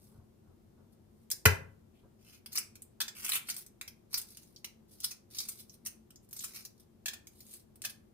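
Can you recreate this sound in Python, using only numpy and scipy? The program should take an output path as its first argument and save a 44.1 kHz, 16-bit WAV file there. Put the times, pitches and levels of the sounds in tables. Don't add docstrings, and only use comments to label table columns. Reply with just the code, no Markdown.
import sys
import numpy as np
from scipy import signal
from scipy.fft import rfft, irfft
from scipy.io import wavfile

SR = 44100
rng = np.random.default_rng(int(sys.argv[2]) if len(sys.argv) > 2 else 0)


def bounce(signal):
    frames = np.transpose(np.atleast_2d(signal))
    limited = np.clip(frames, -1, 1)
    pcm = np.round(limited * 32767).astype(np.int16)
    wavfile.write(sys.argv[1], SR, pcm)


N = 358533
T = np.arange(N) / SR

# (time [s], treble level [dB], flake ring [dB re treble],
# egg body [dB re treble], flake resonance [Hz], nominal length [s])
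SNAPS = [(1.3024, -39.5, -13, -28, 6740, 0.00045), (1.313, -30, -6.5, -39, 6240, 0.0028),
         (2.4601, -47.5, -5.5, 0.5, 5620, 0.0018), (2.5287, -43.5, -18, -14, 5010, 0.0027),
         (2.554, -34.5, -11, -8, 5060, 0.0039), (2.582, -30, -22, -7, 6550, 0.001),
         (2.7546, -54.5, -5.5, 0, 6370, 0.0019), (2.8206, -47.5, -30, -29.5, 5050, 0.00013),
         (3.245, -35.5, -12, -5, 6940, 0.0046), (3.263, -39.5, -12, -0.5, 3500, 0.0022),
         (3.282, -39.5, -27, -2, 6500, 0.00069), (3.292, -32, -32, -4, 5970, .0014),
         (3.3192, -34.5, 1, -1, 3600, 0.0012), (3.3324, -34.5, -5, -1, 3440, 0.0041),
         (3.355, -30.5, -8, -8, 3440, 0.00095), (3.362, -36, -9.5, 4, 3450, 0.0053),
         (3.485, -38.5, -9.5, 1.5, 4700, 0.007), (3.5, -39, -12, -8.5, 5000, 0.00055),
         (3.543, -46, -24, -22, 5120, 0.0013), (3.565, -40, -22, -40, 6100, 0.0016),
         (3.663, -53.5, -9, -26.5, 6550, 0.0019), (3.812, -43.5, -11.5, 4.5, 6430, 0.0011),
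         (3.877, -47.5, -4, 1, 5950, 0.003), (4.129, -43.5, -6, -9.5, 4830, 0.0044),
         (4.1423, -35.5, 5.5, -3.5, 5000, 0.00051), (4.173, -32.5, -19, -26.5, 4700, 0.01),
         (4.215, -43, -23, -33, 5170, .0014), (4.371, -50, -8, -3, 6760, 0.0011),
         (4.432, -62, -4, -30, 6400, .0003), (4.5614, -69, 15.5, -30.5, 5470, 0.0015),
         (4.644, -43.5, 0.5, 5, 5530, 0.0026), (5.003, -46.5, -28, -37, 5330, 0.00078),
         (5.033, -42, -10, -21, 5150, 0.011), (5.0417, -30.5, -4, -20, 5200, 0.0038),
         (5.1065, -44.5, -0.5, -2.5, 6060, 0.012), (5.347, -54.5, 4.5, 3, 5680, 0.0017),
         (5.385, -45.5, 11.5, -29.5, 5860, 0.0017), (5.485, -35.5, -19, -44, 7300, 0.0059),
         (5.6955, -68, 13, -16, 6000, 0.0015), (5.8496, -48, -15, -14.5, 5370, 0.0072),
         (5.861, -39, -3.5, -6, 6030, 0.0034), (6.105, -59, -8, -0.5, 6740, 0.0017),
         (6.158, -66, 8.5, -35, 6600, 0.0014), (6.289, -63, -24, -30, 6680, 0.0012),
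         (6.31, -55, -32, -37, 6800, 0.00039), (6.3296, -43.5, -14, -36, 6440, 0.0002),
         (6.391, -57, 13.5, -35, 6860, 0.002), (6.363, -44.5, -9, -29, 6360, 0.0077),
         (6.44, -38.5, -8.5, -4, 7140, 0.0055), (6.65, -45, -4, -18, 6070, 0.0035),
         (7.2704, -53, -2, -2.5, 6650, 0.0013), (7.405, -55.5, -2, -8, 6050, 0.0012),
         (7.538, -47.5, -20, -42.5, 5500, 0.00098), (7.7575, -57.5, -30.5, -24, 6100, 0.00016),
         (7.819, -42.5, -26, -18, 6770, 0.00045)]
# (time [s], level [dB], treble [dB re level])
DROPS = [(3.003, -36.5, -3), (3.012, -37, 2.5), (3.0794, -44, -30), (7.0576, -37, -9), (7.0809, -38.5, -10),
         (7.133, -48, -5), (7.8389, -48, -3.5), (7.8477, -39, -11), (7.8518, -45.5, 7.5), (7.8957, -57, 11)]
# (time [s], level [dB re the unscaled swing])
BUMPS = [(0.139, -43), (0.178, -33.5), (0.477, -37), (0.782, -47.5), (.99, -42)]
# (time [s], level [dB], length [s])
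BRUSHES = [(0.021, -65, 0.29), (0.4, -67.5, 0.18), (0.754, -64, 0.088), (2.018, -61, 0.062)]
# (time of greatest force [s], build-up [s], let-go [s], treble level [dB],
# flake ring [dB re treble], egg body [dB re treble])
PULLS = [(.02, 0.13, 0.17, -65, -14, -21), (.93, 0.023, 0.033, -74, -13, -18),
         (1.22, 0.17, 0.057, -77.5, -13, -15), (1.98, 0.064, .07, -81.5, -24, 11),
         (2.321, 0.13, .07, -60.5, -3, 4.5), (2.575, 0.06, 0.014, -38.5, 0.5, 0),
         (3.351, 0.2, 0.04, -35.5, -9.5, 0.5), (3.498, 0.034, 0.032, -39, -4.5, -11),
         (3.585, .03, 0.06, -46, -19, -21.5), (4.177, 0.07, 0.033, -41.5, -7, -7),
         (4.281, 0.046, 0.33, -60, -9, -12), (4.92, 0.042, .08, -59, -12.5, -30),
         (5.049, 0.064, 0.074, -51, -2, -13), (5.402, 0.1, 0.097, -44, -5.5, -9.5),
         (5.505, 0.018, 0.12, -52.5, -13, -20), (5.6, 0.028, 0.046, -51.5, -10.5, -20),
         (5.741, 0.099, 0.035, -62, -13, -23), (5.871, 0.019, 0.017, -39, -15.5, -5.5),
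         (6.248, 0.027, 0.0093, -60.5, -28.5, -29), (6.43, 0.1, 0.071, -45, -12.5, -25),
         (6.56, 0.1, 0.096, -50, -4.5, -1), (6.8, 0.049, 0.041, -64.5, -7.5, -17),
         (7.53, 0.27, 0.1, -55.5, -16, -32.5)]

# (frequency [Hz], relative level [dB], t60 [s])
EGG_MODES = [(390, -10, .1), (435, -6, .12), (540, -7, .1), (693, -15, .06), (1066, -8, .05),
             (1180, -4, .035), (1350, 1, .04), (1480, 0, .04), (1610, -2, .07), (1780, 2, .025),
             (2000, 9, .035), (2085, -7, .08), (2200, 3, .02), (2380, -3, .02)]
# (frequency [Hz], relative level [dB], t60 [s])
COUNTER_MODES = [(61, -32.5, 0.13), (92, -14, 0.26), (96.46, -40.5, 0.95), (107.6, -13.5, 0.14),
                 (208.4, -25, 0.093), (222, -28.5, .08)]
# (frequency [Hz], relative level [dB], t60 [s])
DISH_MODES = [(1800, 0, .027), (2650, 1, .008), (3600, 3, .006), (5200, 2, .004)]

# (frequency [Hz], relative level [dB])
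SHELL_TREBLE = [(60, -40), (500, -23), (1000, -19), (3000, -13), (6000, -9), (7400, -5), (8300, 0),
                (9600, 0), (11800, -3), (14000, -2), (15500, -6)]
# (frequency [Hz], relative level [dB])
EGG_BODY = [(50, -38.5), (300, -16), (600, -21.5), (1000, -11), (1400, -4), (1800, -10), (2400, 2.5),
            (3200, 3.5), (4500, -5), (9000, -45.5)]
# (frequency [Hz], relative level [dB])
CRUSH = [(30, -38.5), (200, -16), (450, -2.5), (800, -5.5), (1300, -6), (2000, -0.5), (2900, -4),
         (4000, -9.5), (5300, -7.5), (7200, -13.5), (8500, -11.5), (11000, -11.5), (16000, -15.5)]
# (frequency [Hz], relative level [dB])
CLATTER = [(50, -46), (300, -22), (650, -5.5), (1200, -6.5), (1800, -7), (3300, 3), (5300, 4.5), (7000, 4),
           (10000, -5)]
# (frequency [Hz], relative level [dB])
ROOM_RUMBLE = [(30, -27.5), (65, -4), (95, -1), (130, -1.0), (250, -18.5), (600, -49.5)]
# (frequency [Hz], relative level [dB])
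BRUSH_DULL = [(150, 9.0), (400, -1.0), (800, -7.5), (1500, -12), (2500, -60), (9000, -56.5)]
# (frequency [Hz], spectral density [dB per Hz])
HUM = [(20, -101.5), (45, -92.5), (95, -85), (170, -90), (230, -88.5), (280, -97), (350, -90.5),
       (450, -100), (800, -108), (1500, -117), (2500, -121), (8000, -124), (14500, -123), (16000, -135)]
# (frequency [Hz], t60 [s])
KITCHEN = [(100, 0.21), (500, 0.43), (2000, 0.32), (4000, 0.25), (8000, 0.25), (15000, 0.2)]

KNOCK_S = 1.4557
TOP_HZ = 15400
BUILD_DB, RELAX_DB, TOUCH_S = 19.5, 17.5, 0.024
CHIP_GAP_S, CHIP_DB, CHIP_SPREAD_DB, CHIP_S = .02, -3.5, 2.5, .0005


def undb(db):
    return 10 ** (np.asarray(db) / 20)


def unit(x):
    return x / np.sqrt(np.sum(x ** 2) + 1e-18)


def add(out, s, x):
    start = max(int(s * SR), 0)
    out[start:start + len(x)] += x[:max(N - start, 0)]


def through(x, response):
    return signal.fftconvolve(x, response)[:len(x)]


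def along(points, hz):
    f, value = np.transpose(points)
    return np.interp(np.log(np.maximum(hz, 1)), np.log(f), value)


def colour(points, size=1024):
    level_db = along(points, np.fft.rfftfreq(size, 1 / SR))
    cepstrum = irfft(np.log(undb(level_db)))
    cepstrum[1:size // 2] *= 2
    cepstrum[size // 2 + 1:] = 0
    return unit(irfft(np.exp(rfft(cepstrum))))


def ring(modes, size=16384):
    t = T[:size]
    return sum(undb(db - 60 * t / t60) * np.sin(2 * np.pi * hz * t) for hz, db, t60 in modes)


def fracture(length, scatter_db, size=4096):
    age = T[:size] / max(length, 1e-4)
    unevenness = undb(scatter_db * np.clip(rng.standard_normal(size), -2, 2))
    breaks = rng.standard_normal(size) * unevenness
    return unit(breaks * np.exp(-age) * (1 - np.exp(-2 * age)))


def burst(x, response, db):
    return unit(through(x, response)) * undb(db) * np.sqrt(SR / 100)


def wander(per_s):
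    knots = rng.standard_normal(int(N / SR * 60) + 2)
    return np.interp(T * per_s, np.arange(len(knots)), knots)


def hum(level_db, motor_db, motor_hz, left_db):
    hz = np.fft.rfftfreq(N, 1 / SR)
    shape = undb(along(HUM, hz) + level_db) * np.sqrt(SR / 2)
    mid, side, motor = rfft(rng.standard_normal((3, N)))
    mid = irfft(mid * shape, N)
    side = irfft(side * shape * np.clip(hz / 400, .3, 1), N)
    motor = irfft(motor / (1 + ((hz - motor_hz) / 9) ** 2), N)
    both = mid + undb(motor_db + 2 * wander(1.4)) * motor / motor.std()
    return np.array([both * undb(left_db) + side, both * undb(-left_db) - side])


def effort(peak, build, let_go):
    before, after = np.maximum(peak - T, 0), np.maximum(T - peak, 0)
    touch = np.clip(np.minimum(build - before, let_go - after) / TOUCH_S + .5, 0, 1)
    return touch * undb(-BUILD_DB * before / build - RELAX_DB * after / let_go)


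def chips():
    out = np.zeros(N)
    count = int(N / SR / CHIP_GAP_S)
    times = CHIP_GAP_S * (np.arange(count) + rng.random(count))
    for s, size in zip(times, rng.standard_normal(count)):
        crack = fracture(CHIP_S, scatter_db=4, size=512)
        add(out, s, burst(crack, [1], CHIP_DB + CHIP_SPREAD_DB * min(size, 2)))
    return out


def flake(hz):
    return colour([(hz / 4, -40), (hz / 2, -16), (.8 * hz, -6), (hz, 0), (1.2 * hz, -6), (2 * hz, -26)])


def peeling(rub, crackle_db, treble_db, flake_db, body_db):
    bright, loose, egg = np.zeros((3, N))
    for peak, build, let_go, db, ring_db, egg_db in PULLS:
        pull = effort(peak, build, let_go) * undb(db)
        bright += pull
        loose += pull * undb(ring_db)
        egg += pull * undb(egg_db)

    per_s, surge_db, shift_db = 600, 1.8, 2
    size = undb(6 * np.clip(rng.standard_normal(N), -2, 1.8))
    breaks = (rng.random(N) < per_s / SR) * rng.choice([-1, 1], N) * size
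    rubbing = rub * rng.standard_normal(N)
    crackle = undb(crackle_db + surge_db * wander(50)) * (breaks / breaks.std() + rubbing)
    force = crackle + chips()

    flakes = np.zeros(N)
    for hz in (4400, 5300, 6200):
        grip = undb(flake_db + shift_db * wander(25))
        flakes += through(force * loose * grip, flake(hz))
    treble = undb(treble_db) * through(force * bright, colour(SHELL_TREBLE))
    body = undb(body_db) * through(force * egg, colour(EGG_BODY))
    return treble + flakes + body


def brushes():
    out, dull = np.zeros(N), colour(BRUSH_DULL)
    for s, db, length in BRUSHES:
        count = int(length * SR)
        swish = through(rng.standard_normal(count), dull)
        add(out, s, undb(db) * np.hanning(count) * swish)
    return out


def counter(thump_db, lag, swell, rumble_db, rumble_t60, size=32768):
    out, t = np.zeros(N), T[:size]
    standing_waves = through(rng.standard_normal(size), colour(ROOM_RUMBLE, size=8192))
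    swing = ring(COUNTER_MODES, size=size) + standing_waves * undb(rumble_db - 60 * t / rumble_t60)
    onset = 1 - np.exp(-(t / swell) ** 2)
    high_pass = signal.butter(2, 50, "high", fs=SR, output="sos")
    swing = signal.sosfilt(high_pass, swing * onset)
    add(out, KNOCK_S + lag, undb(thump_db) * swing)
    for s, db in BUMPS:
        add(out, s, undb(db) * swing)
    return out


def snaps(treble_db, flake_db, body_db):
    out, treble, body = np.zeros(N), colour(SHELL_TREBLE), colour(EGG_BODY)
    for s, db, loose, egg, hz, length in SNAPS:
        crack = fracture(.7 * length, scatter_db=5)
        add(out, s, burst(crack, treble, db + treble_db))
        add(out, s, burst(crack, flake(hz), db + loose + flake_db))
        add(out, s, burst(crack, body, db + egg + body_db))
    return out


def knock(length, crush_db, egg_db):
    out = np.zeros(N)
    crush = fracture(length, scatter_db=1)
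    add(out, KNOCK_S - length / 2, burst(crush, colour(CRUSH), crush_db))
    egg = sum((-1) ** k * ring([mode]) for k, mode in enumerate(EGG_MODES))
    add(out, KNOCK_S, undb(egg_db) * egg)
    return out


def drops(length, clatter_db, dish_db, treble_db):
    out = np.zeros(N)
    high_pass = signal.butter(3, 1300, "high", fs=SR, output="sos")
    dish = signal.sosfilt(high_pass, ring(DISH_MODES, size=4096))
    for s, db, bright in DROPS:
        landing = fracture(length, scatter_db=-1)
        add(out, s, burst(landing, colour(CLATTER), db + clatter_db))
        add(out, s, burst(landing, colour(SHELL_TREBLE), db + bright + treble_db))
        add(out, s, burst(landing, dish, db + dish_db))
    return out


def scatter(x, t60, size=2048, count=2048):
    out, t = np.zeros(N), T[:size]
    x = signal.sosfilt(signal.butter(1, 2200, "high", fs=SR, output="sos"), x)
    fade = np.sqrt(np.hanning(2 * count))
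    for i in range(0, N, count):
        piece = x[i:i + 2 * count]
        echoes = unit(rng.standard_normal(size) * undb(-60 * t / t60) * (t > .0008))
        add(out, i / SR, signal.fftconvolve(piece * fade[:len(piece)], echoes))
    return out


def kitchen(x, near_db, near_t60, late_db, size=24000):
    t, hz = T[:size], np.fft.rfftfreq(size, 1 / SR)
    centres = np.log([f for f, _ in KITCHEN])
    out = []
    for delay in (4, 0):
        noise, late = rfft(rng.standard_normal(size)), 0
        for share, (_, t60) in zip(np.eye(len(KITCHEN)), KITCHEN):
            band = np.interp(np.log(hz + 1), centres, share)
            late = late + irfft(noise * band, size) * undb(-60 * t / t60)
        walls = unit(late * np.minimum(t / 0.0066, 1))
        near = undb(near_db) * scatter(x, near_t60)
        out.append(np.roll(x, delay) + near + undb(late_db) * through(x, walls))
    return np.array(out)


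def scene():
    shell = snaps(treble_db=-3.5, flake_db=-3.0, body_db=-8.0)
    shell += peeling(rub=0.19, crackle_db=-4, treble_db=-2.0, flake_db=-6.0, body_db=-6.5)
    shell += drops(length=0.0031, clatter_db=0.0, dish_db=-7.5, treble_db=-5.5)
    shell += knock(length=.003, crush_db=-18, egg_db=-22)
    thump = counter(thump_db=-1, lag=0.002, swell=0.0082, rumble_db=-38, rumble_t60=0.74)
    room = kitchen(shell + brushes(), near_db=4.0, near_t60=0.061, late_db=-4.0)
    stronger_left = undb([[2.5], [-3.5]])
    return room + thump * stronger_left + hum(level_db=-1, motor_db=-70.0, motor_hz=221.7, left_db=2.0)


def record(dry):
    low_pass = signal.ellip(8, .2, 70, TOP_HZ, fs=SR, output="sos")
    return signal.sosfilt(low_pass, np.tanh(dry))


dry = scene()
out = record(dry)
bounce(out)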